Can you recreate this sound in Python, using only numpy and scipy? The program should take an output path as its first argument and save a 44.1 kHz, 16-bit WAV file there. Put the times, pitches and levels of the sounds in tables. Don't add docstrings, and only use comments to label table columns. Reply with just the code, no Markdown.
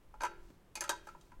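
import sys
import numpy as np
from scipy import signal
from scipy.fft import rfft, irfft
from scipy.io import wavfile
from scipy.ndimage import uniform_filter1d

SR = 44100
rng = np.random.default_rng(int(sys.argv[2]) if len(sys.argv) > 2 else 0)


def wav_out(sig):
    wavfile.write(sys.argv[1], SR, np.round(np.clip(np.atleast_2d(sig).T, -1, 1) * 32767).astype(np.int16))


N = 61739
T = np.arange(N) / SR
BINS_HZ = np.maximum(np.arange(N // 2 + 1) * SR / N, 1)

# f/Hz, relative level/dB
AIR_COLOUR = [(41, -13.5), (70, -7.5), (166, -7.5), (199, -11), (451, -17), (606, -19), (1050, -20.5),
              (1470, -27), (2170, -29), (2540, -31.5), (2980, -31.5), (4480, -37.5), (16000, -41.5)]
RUMBLE_COLOUR = [(8, 2.5), (20, 1), (28, 2), (40, 0), (58, -9), (80, -20.5), (160, -59.5)]
RUB_COLOUR = [(300, -1), (1500, -9), (4000, -2.5), (7500, -4), (11000, -13.5), (16000, -11)]
BUMP_COLOUR = [(60, -25), (160, 5.5), (290, 5.5), (450, -7), (1500, -16), (6000, -29), (16000, -36)]
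# t/s, level/dB
RUMBLE_LEVELS = [(0.0, -66), (0.15, -53), (0.368, -60), (0.4, -52.5), (0.618, -67), (1.062, -58),
                 (1.242, -63), (1.308, -60), (1.4, -49)]
# t/s, frame level/dB, frame tilt/(dB/oct), favoured f/Hz, favour/dB,
# wrench level/dB, wrench tilt/(dB/oct), second wrench's share/(0-1), contact time/s
KNOCKS = [(0.1389, -50, -2.5, 860, 4.5, -70, 4, 0, 0.0024), (0.203, -51, 10, 930, 17, -70, 3, 0.2, 0.00094),
          (0.2064, -38, -0.5, 1557, 18.5, -44.5, -6.5, 0, 0.0013),
          (0.2166, -35.5, -1.5, 590, 5, -43.5, -1, 0.6, 0.0022),
          (0.2337, -24, 0.5, 966, 9.5, -39, 2, 0.3, 0.0011),
          (.2495, -32.5, 2.5, 1300, -4, -42, 0, 0.76, 0.0017),
          (0.2649, -70, 3, 990, 19, -50, -7.5, 0.8, .002), (.311, -50, 2, 904, 9.5, -83, -11, 0.4, .002),
          (0.7539, -46.5, 3.5, 1394, -14, -34, 1, 0, 0.0015),
          (0.773, -46, -4, 1410, 12, -43.5, -7.5, 0, 0.00023),
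          (0.8073, -38.5, -6, 1733, 24, -31.5, 4.5, .06, 0.00073),
          (0.8172, -36, 4, 579, 17.5, -57, -6, 0.9, 0.0003),
          (0.8392, -38.5, 9.5, 1324, 7.5, -41.5, 0, 0.8, 0.00017),
          (0.8779, -52, -1.5, 1350, -4, -51, -5.5, 0.25, 0.00055),
          (0.8926, -25.5, -0.5, 1618, 10.5, -25.5, -0.5, 0.98, 0.0012),
          (0.927, -42, -2.5, 968, 22, -51, -8, 1, 0.0012),
          (0.959, -78, 10, 950, 7, -57, -3.5, 0.82, 0.0013),
          (1.0701, -45.5, -3.5, 1670, 7.5, -55, 2, 0.84, 0.00088),
          (1.086, -47.5, 2.5, 1345, 9, -57, -5.5, 0, 0.0015),
          (1.1484, -51, -3, 970, 7.5, -75, 2, 0.3, 0.00063),
          (1.211, -67, 1, 1350, 6, -60.5, -3, 0.97, 0.00091),
          (1.3168, -50.5, 0.5, 1010, 9, -69.5, 3, 0.23, 0.0017),
          (1.345, -72, -11, 1014, 23, -102, -6, .5, 0.0022)]
# f/Hz, relative level/dB
FRAME_BODY = [(40, -74), (150, -31), (290, -22.5), (340, -4.5), (450, -16), (580, -3.5), (740, -13),
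              (860, 3.5), (1000, 0.5), (1120, -12.5), (1320, 2.5), (1480, -8.5), (1630, -6), (1850, -13),
              (2600, -16), (5000, -40.5), (16000, -70)]
WRENCH_BODY = [(50, -45), (300, -14.5), (900, -0.5), (2000, -1.5), (3500, 5), (6500, 9), (9000, 4),
               (11500, -1.5), (14500, -15), (16000, -19)]
FRAME_HZ = [330, 345, 388, 431, 603, 858, 926, 973, 1004, 1265, 1330, 1394, 1558, 1645, 1906]
WRENCH1_HZ = [2132, 2328, 2493, 2852, 4480, 4646, 5006, 6237, 6400, 7386, 10410, 10800, 11400, 15100]
WRENCH2_HZ = [2455, 2720, 3200, 3284, 3803, 4721, 5864, 6158, 6627, 7090, 8420, 10600, 12100, 13250]
# relative level/dB, t60/s before the MAX_Q cap
TANK_MODES = [(-29, .9), (-27.5, 1.3), (-28, 1.1), (-21.5, .55)]
TUBE_MODES = [(-17, 0.153), (-4, 0.17), (-17, 0.066), (-4, 0.14), (-13.5, 0.19), (-10, 0.17), (-10.5, 0.24),
              (-11.5, 0.33), (-9.5, 0.21), (-4.5, 0.049), (-16.5, .22)]
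WRENCH1_MODES = [(-5, 0.16), (-1.5, 0.088), (4.5, 0.089), (-10, 0.24), (-1.5, 0.1), (-12, 0.11),
                 (-7.5, 0.22), (-2, 0.059), (5, 0.043), (-6.5, 0.092), (0, 0.026), (-20, 0.027),
                 (-24, 0.026), (-36, .04)]
WRENCH2_MODES = [(-19.5, 0.12), (-9, 0.047), (4.5, 0.044), (-16, 0.13), (4, 0.044), (-4.5, 0.084),
                 (-0.5, .09), (9, 0.05), (-22, 0.068), (-33, 0.039), (3, 0.05), (-5, 0.018), (-22, .025),
                 (2, 0.025)]
# centre t/s, half width/s, peak level/dB
RUBS = [(0.47, 0.1, -75.5), (1.085, .05, -70.5), (1.247, 0.091, -75)]
# f/Hz, level/dB, t60/s
ROOM_BANDS = [(348, -7, 0.59), (897, -27, 0.63), (1920, -16.5, 0.79), (3580, -12.5, 0.4), (6550, -15, 0.24),
              (13100, -25, 0.5)]

SCATTER_DB, MAX_Q = 1.5, 360


def undb(db):
    return 10 ** (np.asarray(db) / 20)


def unit(x):
    return x / np.sqrt(np.mean(x ** 2))


def fade(t, t60_s):
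    return np.exp(-np.log(1000) * t / t60_s)


def noise(colour):
    hz, db = np.array(colour).T
    gain = undb(np.interp(np.log2(BINS_HZ), np.log2(hz), db))
    return unit(irfft(gain * np.exp(2j * np.pi * rng.random(len(gain))), N))


def background(air_db=-66):
    at_s, db = np.array(RUMBLE_LEVELS).T
    return undb(air_db) * noise(AIR_COLOUR) + undb(np.interp(T, at_s, db)) * noise(RUMBLE_COLOUR)


def ring(modes_hz, modes, t, shape_db):
    hz, (db, t60_s) = np.array(modes_hz), np.array(modes).T
    gains = undb(db + shape_db(hz) + SCATTER_DB * rng.standard_normal(len(hz)))
    gains /= np.sqrt(np.sum(gains ** 2) / 2)
    t60_s = np.minimum(t60_s, np.log(1000) / np.pi * MAX_Q / hz)
    out = np.zeros(len(t))
    for f_hz, gain, decay_s, phase in zip(hz, gains, t60_s, rng.random(len(hz))):
        age = t[:int(decay_s * SR * 2)]
        out[:len(age)] += gain * fade(age, decay_s) * np.sin(2 * np.pi * (f_hz * age + phase))
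    return out


def damped(colour, t, shape_db, t60_s, size=16384):
    bins_hz = np.maximum(np.arange(size // 2 + 1) * SR / size, 20)
    hz, db = np.array(colour).T
    gain = undb(np.interp(np.log(bins_hz), np.log(hz), db) + shape_db(bins_hz))
    cepstrum = irfft(np.log(gain))
    response = np.exp(rfft(2 * cepstrum[:size // 2], size))
    decay = fade(T[:size], t60_s)
    burst = rfft(rng.standard_normal(size) * decay)
    burst /= np.sqrt(uniform_filter1d(np.abs(burst) ** 2, size=41))
    sound = unit(irfft(burst * response)) * np.sqrt(np.mean(decay ** 2))
    return np.pad(sound[:size // 2], (0, N))[:len(t)]


def frame(t, tilt_db_oct, favoured_hz, favour_db, width_oct=0.11):
    def contact_db(hz):
        octave = np.log2(hz / favoured_hz)
        return tilt_db_oct * octave + favour_db * np.exp(-(octave / width_oct) ** 2)
    clear = ring(FRAME_HZ, TANK_MODES + TUBE_MODES, t, contact_db)
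    body = damped(FRAME_BODY, t, contact_db, t60_s=0.094)
    punch = damped(FRAME_BODY, t, contact_db, t60_s=0.028)
    return undb(-7) * clear + undb(-4.5) * body + undb(-2) * punch


def skirts(modes_hz, hz, relative_width=0.03):
    return sum(1 / (1 + (2 * (hz / f - 1) / relative_width) ** 2) ** 2 for f in modes_hz)


def wrenches(t, tilt_db_oct, share, valley_db=-4.5, crack_db_oct=2.5):
    def contact_db(hz):
        return tilt_db_oct * np.log2(hz)
    def body_db(hz):
        clusters = (1 - share) * skirts(WRENCH1_HZ, hz) + share * skirts(WRENCH2_HZ, hz)
        return contact_db(hz) + 10 * np.log10(clusters + undb(valley_db) ** 2)
    def crack_db(hz):
        return body_db(hz) + crack_db_oct * np.log2(hz)
    first = np.sqrt(1 - share) * ring(WRENCH1_HZ, WRENCH1_MODES, t, contact_db)
    second = np.sqrt(share) * ring(WRENCH2_HZ, WRENCH2_MODES, t, contact_db)
    body = damped(WRENCH_BODY, t, body_db, t60_s=0.08)
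    crack = damped(WRENCH_BODY, t, crack_db, t60_s=0.013)
    return undb(-4) * (first + second) + undb(-6.5) * body + undb(-0.5) * crack


def knocks(frame_lag_s=0.0011):
    out = np.zeros(N)
    for at_s, frame_db, *frame_contact, wrench_db, tilt_db_oct, share, contact_s in KNOCKS:
        start = int(at_s * SR)
        t = T[:N - start]
        frame_rise = np.minimum(t / (contact_s + frame_lag_s), 1)
        wrench_rise = np.minimum(t / contact_s, 1)
        out[start:] += undb(frame_db) * frame_rise * frame(t, *frame_contact)
        out[start:] += undb(wrench_db) * wrench_rise * wrenches(t, tilt_db_oct, share)
    return out


def workshop(direct, build_s=0.0088):
    white = rfft(rng.standard_normal(N))
    log_centres = np.log([hz for hz, _, _ in ROOM_BANDS])
    tail = np.zeros(N)
    for selector, (_, db, t60_s) in zip(np.eye(len(ROOM_BANDS)), ROOM_BANDS):
        band = irfft(white * np.interp(np.log(BINS_HZ), log_centres, selector), N)
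        envelope = fade(T, t60_s) * (1 - np.exp(-(T / build_s) ** 2))
        tail += undb(db) * band * envelope / np.linalg.norm(envelope)
    return direct + signal.fftconvolve(direct, tail)[:N]


def rubs():
    swells = sum(undb(db) * np.exp(-((T - at_s) / half_s) ** 2) for at_s, half_s, db in RUBS)
    return swells * noise(RUB_COLOUR)


def bump(at_s=0.499, level_db=-48, rise_s=0.006, t60_s=0.051):
    t = np.maximum(T - at_s, 0)
    return undb(level_db) * noise(BUMP_COLOUR) * np.minimum(t / rise_s, 1) * fade(t, t60_s)


def scene():
    return (workshop(knocks() + rubs() + bump()) + background())[None]


def record(dry):
    return signal.sosfilt(signal.ellip(8, 0.2, 70, 16100, fs=SR, output="sos"), dry)


dry = scene()
out = record(dry)
wav_out(out)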